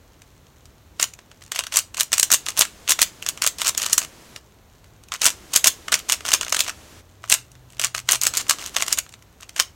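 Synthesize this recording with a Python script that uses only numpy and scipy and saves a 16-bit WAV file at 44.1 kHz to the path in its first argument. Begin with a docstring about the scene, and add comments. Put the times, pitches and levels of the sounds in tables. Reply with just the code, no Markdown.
"""A low room rumble and thin hiss come first, with faint ticks of loose plastic as fingers shift their grip.
Then a plastic speed cube is solved in quick flurries, close to a small microphone in an ordinary room.
Each turn is a fine rattle of sliding pieces, made of tiny random contacts, with sharp noise-burst clacks
as pieces catch and seat; both are coloured by the plastic and answered by short, changing echoes.
The hiss, shaped noise, steps up during the long flurries; a faint wavering sine hums briefly late on."""
import sys
import numpy as np
from scipy import signal
from scipy.fft import rfft, irfft
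from scipy.io import wavfile
from scipy.ndimage import uniform_filter1d

SR = 44100
rng = np.random.default_rng(int(sys.argv[2]) if len(sys.argv) > 2 else 0)


def wav_record(signal):
    """Record a signal, one row per channel, as 16-bit PCM in the file named by sys.argv[1]."""
    frames = np.transpose(np.atleast_2d(signal))
    bounded = np.clip(frames, -1, 1)
    # unit amplitude maps onto the largest positive 16-bit level
    quanta = np.round(bounded * 32767).astype(np.int16)
    wavfile.write(sys.argv[1], SR, quanta)


N = 429975  # length in samples


def amp(db):
    """Decibels to gain."""
    return 10 ** (np.asarray(db) / 20)


def evened(x):
    """Scales to rms 1."""
    return x / np.sqrt(np.mean(x ** 2) + 1e-20)


def read(points, hz):
    """Reads a table on a log-frequency axis."""
    f, value = np.transpose(points)
    return np.interp(np.log(hz + 1), np.log(f), value)


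def add(mix, s, sound):
    """Mixes a sound in at time s."""
    part = mix[max(round(s * SR), 0):][:len(sound)]
    part += sound[:len(part)]


def noise(points):
    """Steady noise of the given colour, rms 1."""
    spectrum = rfft(rng.standard_normal(N))
    gain = amp(read(points, np.fft.rfftfreq(N, 1 / SR)))
    return evened(irfft(spectrum * gain, N))


# colour of the quiet background: [pitch_hz, relative_level_db_per_hz]
FLOOR_COLOUR = [(15, -37.5), (30, -16.5), (52, -3.5), (100, -5.5), (200, -15), (500, -19.5), (1100, -24),
                (2500, -30.5), (4200, -31.5), (4900, -36), (6300, -32), (10300, -41.5), (11800, -37.5),
                (16000, -39.5)]
FLOOR_DB = -52  # rms level of the background before its rumble swells
# stretches of louder hiss: [start_s, end_s, level_db]
HISS_SPANS = [(2.198, 4.405, -49), (5.263, 7.025, -48), (8.226, 9, -46.5)]
# colour of that hiss: [pitch_hz, relative_level_db_per_hz]
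HISS_COLOUR = [(60, -0.5), (160, -1), (330, 1.5), (700, -4), (1500, -7), (3500, -9), (4900, -10.5),
               (6500, -9.5), (10300, -16.5), (11500, -17), (16000, -23.5)]


def background(fade_s=0.028, swell_db=0.5, rumble_hz=200):
    """An uneven room rumble under a thin hiss; the hiss steps up and drops back."""
    lift = np.zeros(N)
    for start, end, db in HISS_SPANS:
        length = end - start
        add(lift, start, amp(db) * signal.windows.tukey(round(length * SR), 2 * fade_s / length))
    air = amp(FLOOR_DB) * noise(FLOOR_COLOUR)
    lowpass = signal.butter(2, rumble_hz, fs=SR, output="sos")
    rumble = signal.sosfiltfilt(lowpass, air)
    wander = evened(uniform_filter1d(rng.standard_normal(N), size=6000))
    swell = amp(swell_db * wander)
    return air + (swell - 1) * rumble + lift * noise(HISS_COLOUR)


def causal(db):
    """Minimum-phase spectrum with this gain: it rings only after the blow."""
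    log_gain = np.log(amp(db))
    circle = np.concatenate([log_gain, log_gain[-2:0:-1]])
    return np.exp(np.conj(signal.hilbert(circle)))[:len(db)]


# what the hollow plastic pieces radiate: [pitch_hz, relative_level_db_per_hz]
PLASTIC = [(100, -35), (300, -20.5), (550, -17), (820, -15.5), (1050, -6), (1900, -5), (3800, -3.5),
           (5000, -4), (6500, 1), (8500, -4), (9600, -7.5), (10300, -12.5), (11300, -10), (15800, -19)]
# broad resonances of the cube: [pitch_hz, width_hz, lift_db]
SHELL = [(660, 150, 7.5), (1400, 280, 1.5), (2850, 520, 4), (6430, 5400, 0.5)]


def cube(tilt_db, size=1024, pivot_hz=4500, low_hz=1400, high_hz=10000):
    """The cube's response; a harder contact tips it towards the treble, in dB per octave."""
    hz = np.fft.rfftfreq(size, 1 / SR)
    shell = sum(db / (1 + (2 * (hz - f) / width) ** 2) for f, width, db in SHELL)
    octaves = np.log2(np.clip(hz, low_hz, high_hz) / pivot_hz)
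    return causal(read(PLASTIC, hz) + shell + tilt_db * octaves)


def ticks(per_s, spread_db, tilt_db, snap_s=.0006, count=20, size=1024):
    """A random train of tiny contacts of uneven size, spread over many pieces, rms 1."""
    decay = np.exp(-np.arange(size) / SR / snap_s)
    sizes = amp(spread_db * np.minimum(rng.exponential(1, N), 3))
    hits = (rng.random(N) < per_s / SR) * sizes
    piece = rng.integers(0, count, N)
    out = np.zeros(N)
    for k in range(count):
        burst = rng.standard_normal(size) * decay
        tick = irfft(rfft(burst) * cube(tilt_db))
        out += signal.oaconvolve(hits * (piece == k), evened(tick))[:N]
    return evened(out)


def handling(level_db=-69):
    """Loose pieces tick faintly as the fingers shift their grip."""
    return amp(level_db) * ticks(per_s=45, spread_db=-5.5, tilt_db=-0.5)


# the room's decay, as the time to fall 60 dB: [pitch_hz, t60_s]
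ROOM_DECAY = [(300, 0.19), (3500, 0.21), (8000, 0.2), (15000, 0.17)]
# the colour of the room's diffuse tail: [pitch_hz, relative_level_db]
ROOM_COLOUR = [(200, 1.5), (1200, -3), (8500, -5), (11000, -6), (16000, -0.5)]


def echoes(early_db=-15, early_s=.0095, early_decay_s=0.0072, tail_db=-14, tail_s=.006):
    """A cluster of echoes from the nearest surfaces, and a short diffuse tail that dies by frequency."""
    t = np.arange(SR // 2) / SR
    # sparse random reflections
    near, far = rng.standard_normal((2, len(t))) * (rng.random((2, len(t))) < .12)
    near = near * np.exp(-t / early_decay_s)
    hz, age, z = signal.stft(far, SR, nperseg=256)
    colour_db = read(ROOM_COLOUR, hz)[:, None]
    decay_db = 60 * age / read(ROOM_DECAY, hz)[:, None]
    far = signal.istft(z * amp(colour_db - decay_db), SR, nperseg=256)[1]
    echo = np.zeros(SR // 2)
    add(echo, early_s, amp(early_db) * near / np.linalg.norm(near))
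    add(echo, tail_s, amp(tail_db) * far / np.linalg.norm(far))
    return echo


def room(x, count=7):
    """The cube moves in the hands, so the sound crossfades round a ring of echo patterns."""
    place = np.arange(N) / SR * count / 2  # once round in 2 s
    shares = [np.sqrt(np.maximum(1 - abs((place - k) % count - 1), 0)) for k in range(count)]
    return sum(signal.oaconvolve(x * share, echoes())[:N] for share in shares)


def clacks(contacts, skid_db=-15, skid_s=0.0015, snap_s=0.0007, ring_s=0.0047, ring_db=-21,
           rise_s=0.00042, tilt_db=1.15, size=1536):
    """A piece skids, snaps home and its neighbours shiver. Rows: towards the microphone, into the room."""
    t = (np.arange(size) - size // 4) / SR
    out = np.zeros((2, N))
    age = np.maximum(t, 0)
    skid = amp(skid_db) * np.exp(-abs(t) / skid_s)
    shiver = amp(ring_db) * np.exp(-age / ring_s)
    strike = (1 - np.exp(-age / rise_s)) * (np.exp(-age / snap_s) + shiver)
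    chatters = rng.standard_normal((len(contacts), size))
    for (s, db, bright), chatter in zip(contacts, chatters):
        colour = cube(bright + tilt_db, size=size)
        clack = irfft(rfft(chatter * (rng.random() * skid + strike)) * colour)
        loudest = np.sqrt(uniform_filter1d(clack ** 2, size=66).max())  # rms over 1.5 ms
        clack *= amp(db) / loudest
        add(out[0], s + t[0], clack)
        # summed over all directions the chatter's peaks and dips mostly even out, leaving the plastic's colour
        add(out[1], s, 0.66 * np.std(clack) * evened(irfft(colour)))
        add(out[1], s + t[0], 0.74 * clack)
    return out


# the clacks that stand out, as a layer catches or seats: [start_s, level_db, brightness_db_per_octave]
# level is that of the loudest moment; brightness comes before the tilt that all clacks share
CLACKS = [(.219, -40, -2.5), (.468, -48, -3.5), (0.656, -42, -1), (0.9983, -14.5, -5), (1.0128, -21, 9),
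          (1.0276, -5.5, 2), (1.0411, -16.5, 0.5), (1.137, -32, -1), (1.19, -36.5, -6), (1.315, -38, -5.5),
          (1.423, -38, -0.5), (1.519, -16.5, -2), (1.56, -18.5, -2.5), (1.591, -11.5, -3.5),
          (1.638, -24, -2.5), (1.668, -23, -2.5), (1.759, -11.5, 3), (1.77, -2.5, 2), (1.789, -9, 2),
          (1.945, -24.5, -1.5), (1.97, -22.5, -3), (1.999, -13, 4.5), (2.008, -6.5, 1), (2.13, -6.5, -0.5),
          (2.1382, -11.5, -0.5), (2.181, -10, 1), (2.197, -4.5, 2), (2.2298, -3, 2), (2.317, -4, 4),
          (2.326, -4, 2), (2.337, -4.5, 4), (2.343, -5, 0.5), (2.4643, -18.5, -3.5), (2.486, -15, -1),
          (2.5923, -4, 13), (2.61, -2.5, 1.5), (2.6196, -7.5, -4), (2.652, -22.5, -3), (2.878, -18, -5),
          (2.894, -9.5, 1), (2.907, -7, 1), (2.92, -6, 0.5), (2.9911, -13.5, -4.5), (3.0175, -1.5, 0.5),
          (3.028, -6.5, 3), (3.225, -22.5, -2.5), (3.264, -16, -2.5), (3.288, -10.5, 1), (3.375, -28.5, -4),
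          (3.4206, -10, 0), (3.465, -8, 2), (3.4744, -9, 1.5), (3.617, -12.5, -2), (3.67, -12.5, -1.5),
          (3.679, -11.5, 1.5), (3.688, -15, 4), (3.749, -23.5, -4), (3.7773, -10, 2), (3.818, -17, 0.5),
          (3.836, -19, -3.5), (3.863, -13.5, -1.5), (3.9302, -2, 3), (3.98, -1, 2.5), (4.362, -26.5, -4),
          (4.843, -45.5, -2), (5.037, -41, -2), (5.086, -40.5, 0), (5.12, -18.5, -5), (5.139, -21, -4),
          (5.217, -12.5, -0.5), (5.244, -10, 6), (5.256, -6.5, 2.5), (5.2639, -1.5, 1), (5.303, -20, -1),
          (5.536, -15.5, .5), (5.561, 2.5, 3.5), (5.643, -2.5, -.5), (5.6715, 1, 4), (5.6794, -9, 2),
          (5.883, -19, -4.5), (5.921, -14, -3.5), (5.928, -11.5, -5.5), (5.941, -4, -1),
          (5.954, -18.5, -2.5), (6.098, -10.5, -1), (6.122, -5.5, 1), (6.207, -29, -5.5),
          (6.252, -19.5, -5), (6.2877, -15.5, -4.5), (6.318, -12.5, -1.5), (6.337, -1.5, 0.5),
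          (6.4111, -14.5, -4.5), (6.431, -20.5, -4.5), (6.466, -27, -7.5), (6.525, -8.5, -3),
          (6.546, -13, -3.5), (6.567, -13, -2.5), (6.592, -12.5, -.5), (6.6054, -5.5, 0),
          (6.6952, -19, -4.5), (7.24, -27, -10), (7.299, -10, 4), (7.318, -8, 1.5), (7.324, -1.5, -1.5),
          (7.34, -8.5, 4.5), (7.517, -42.5, 4), (7.553, -44.5, -5.5), (7.7963, -14.5, -3), (7.839, -14, -4),
          (7.846, -9, -1), (7.948, -15, -4), (7.98, -21, -3), (8.0896, -7, -4), (8.12, -3.5, 8.5),
          (8.132, -14, -5), (8.154, -20, 0), (8.2145, -12, 4), (8.235, -10, 3), (8.252, -18, 4),
          (8.268, -4, 1.5), (8.338, -19, -2.5), (8.371, -11, 3), (8.467, -32.5, -7), (8.496, -4.5, 0.5),
          (8.5092, -7.5, -1.5), (8.6613, -22, 2), (8.7651, -8.5, -4.5), (8.8233, -10, -3),
          (8.881, -16.5, -1), (8.927, -6, 2.5), (8.987, -10.5, 2), (9.139, -33.5, -4), (9.224, -43, -4),
          (9.431, -31.5, -4.5), (9.493, -31.5, -2), (9.599, -3, -1.5)]
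BOUNCE_S, BOUNCE_DB = .0042, -9.5  # mean delay and level of the rebound, relative to its clack
GRAZE_S, GRAZE_DB = 0.0024, -17.5  # mean lead and level of the graze, relative to its clack


def rebounds():
    """Each piece grazes a neighbour on the way home, then springs back and touches again, more softly."""
    rows = []
    scatter = .5 + rng.random((len(CLACKS), 2))
    for (s, db, bright), (early, late) in zip(CLACKS, scatter):
        rows.append((s - GRAZE_S * early, db + GRAZE_DB, bright))
        rows.append((s + BOUNCE_S * late, db + BOUNCE_DB, bright))
    return rows


# a layer sliding round: [start_s, end_s, rattle_level_db], before the trim that all turns share
TURNS = [(.999, 1.041, -28), (1.405, 1.484, -62), (1.534, 1.615, -36), (1.721, 1.791, -26.5),
         (1.972, 2.032, -29.5), (2.115, 2.21, -33.5), (2.302, 2.354, -24), (2.455, 2.528, -38),
         (2.564, 2.636, -22), (2.886, 2.926, -20.5), (2.995, 3.034, -32.5), (3.245, 3.307, -50),
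         (3.429, 3.471, -24), (3.58, 3.639, -34.5), (3.642, 3.702, -22.5), (3.773, 3.871, -29),
         (3.877, 3.961, -31), (3.978, 4.061, -37), (5.115, 5.169, -38), (5.208, 5.296, -20.5),
         (5.53, 5.58, -20), (5.654, 5.685, -17.5), (5.92, 5.95, -24), (5.975, 6.001, -45.5),
         (6.083, 6.156, -27), (6.245, 6.323, -31), (6.329, 6.354, -19), (6.419, 6.515, -41),
         (6.532, 6.616, -33.5), (6.629, 6.71, -32.5), (7.223, 7.29, -59), (7.298, 7.355, -24.5),
         (7.698, 7.79, -64), (7.811, 7.872, -28), (7.951, 8.004, -38.5), (8.086, 8.167, -21),
         (8.21, 8.284, -31.5), (8.336, 8.423, -29), (8.481, 8.544, -33), (8.58, 8.698, -35),
         (8.739, 8.845, -29.5), (8.854, 8.939, -34), (8.971, 8.995, -32), (9.06, 9.158, -63),
         (9.399, 9.436, -57.5), (9.56, 9.624, -30.5)]


def sliding(level_db=-3, nudge_db=-17, nudge_s=0.014):
    """The fingers nudge a layer loose; while it turns, its pieces rattle over the ones below."""
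    t = np.arange(N) / SR
    pressure = np.zeros(N)
    for start, end, db in TURNS:
        swing = signal.windows.tukey(max(round((end - start) * SR), 2), .3)
        add(pressure, start, amp(db) * swing)
        pressure += amp(db + nudge_db) * np.exp(-np.minimum(abs(t - start) / nudge_s, 20))
    return amp(level_db) * pressure * ticks(per_s=650, spread_db=3.0, tilt_db=-1.4)


KNOCK_DB, KNOCK_SPREAD_DB = -23.5, 4  # level of a mid-swing knock in an ordinary turn; its scatter
KNOCK_FOLLOW, USUAL_RATTLE_DB = 0.61, -31  # dB of knock per dB of rattle; the ordinary turn's rattle
KNOCK_ENDS_DB = -2  # weaker as the layer starts and stops
KNOCK_TILT_DB, TILT_SPREAD_DB = -1, 4  # brightness in dB per octave; its scatter
HARDENING = .15  # rise in dB per octave with each dB of force


def knocks(count=6):
    """In every turn a few pieces bump past each other, louder and brighter in a hard turn and mid-swing."""
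    rows = []
    for start, end, db in TURNS:
        swing = (np.arange(count) + rng.random(count)) / count  # uneven steps, 0 to 1
        force, tint = rng.standard_normal((2, count))
        force_db = KNOCK_FOLLOW * (db - USUAL_RATTLE_DB) + KNOCK_SPREAD_DB * force
        force_db += KNOCK_ENDS_DB * (2 * swing - 1) ** 2
        bright = KNOCK_TILT_DB + HARDENING * force_db + TILT_SPREAD_DB * tint
        rows += zip(start + (end - start) * swing, KNOCK_DB + force_db, bright)
    return rows


# a faint low hum that comes and goes: [time_s, pitch_hz, peak_level_db]
HUM = [(6.1, 70, -54), (6.85, 79.4, -54.5), (7.15, 92.2, -49), (7.351, 123.6, -54), (7.6, 125, -51.5),
       (8.05, 124.2, -47.5), (8.35, 116, -51.5), (8.8, 120.5, -76)]


def hum(waver=0.0242):
    """A low sine, its pitch wavering by a random fraction, comes in, swells and fades."""
    s, hz, db = np.transpose(HUM)
    t = np.arange(N) / SR
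    drift = evened(uniform_filter1d(rng.standard_normal(N), size=3000))
    cycles = np.cumsum(np.interp(t, s, hz) * (1 + waver * drift)) / SR
    level = np.interp(t, s, amp(db), left=0, right=0)
    return level * np.sin(2 * np.pi * cycles)


def scene():
    """The cube in its room, over the background."""
    contacts = CLACKS + rebounds() + knocks()
    direct, spread = clacks(contacts) + sliding() + handling()
    return (direct + room(spread) + background() + hum())[None]


def record(dry, ceiling=0.87, edge_hz=16000):
    """The hardest clacks overload the input and clip; then a steep low-pass limits the band."""
    clipped = np.clip(dry, -ceiling, ceiling)
    lowpass = signal.firwin(401, edge_hz, window=("kaiser", 7), fs=SR)
    return signal.oaconvolve(clipped, lowpass[None], "same")


dry = scene()
out = record(dry)
wav_record(out)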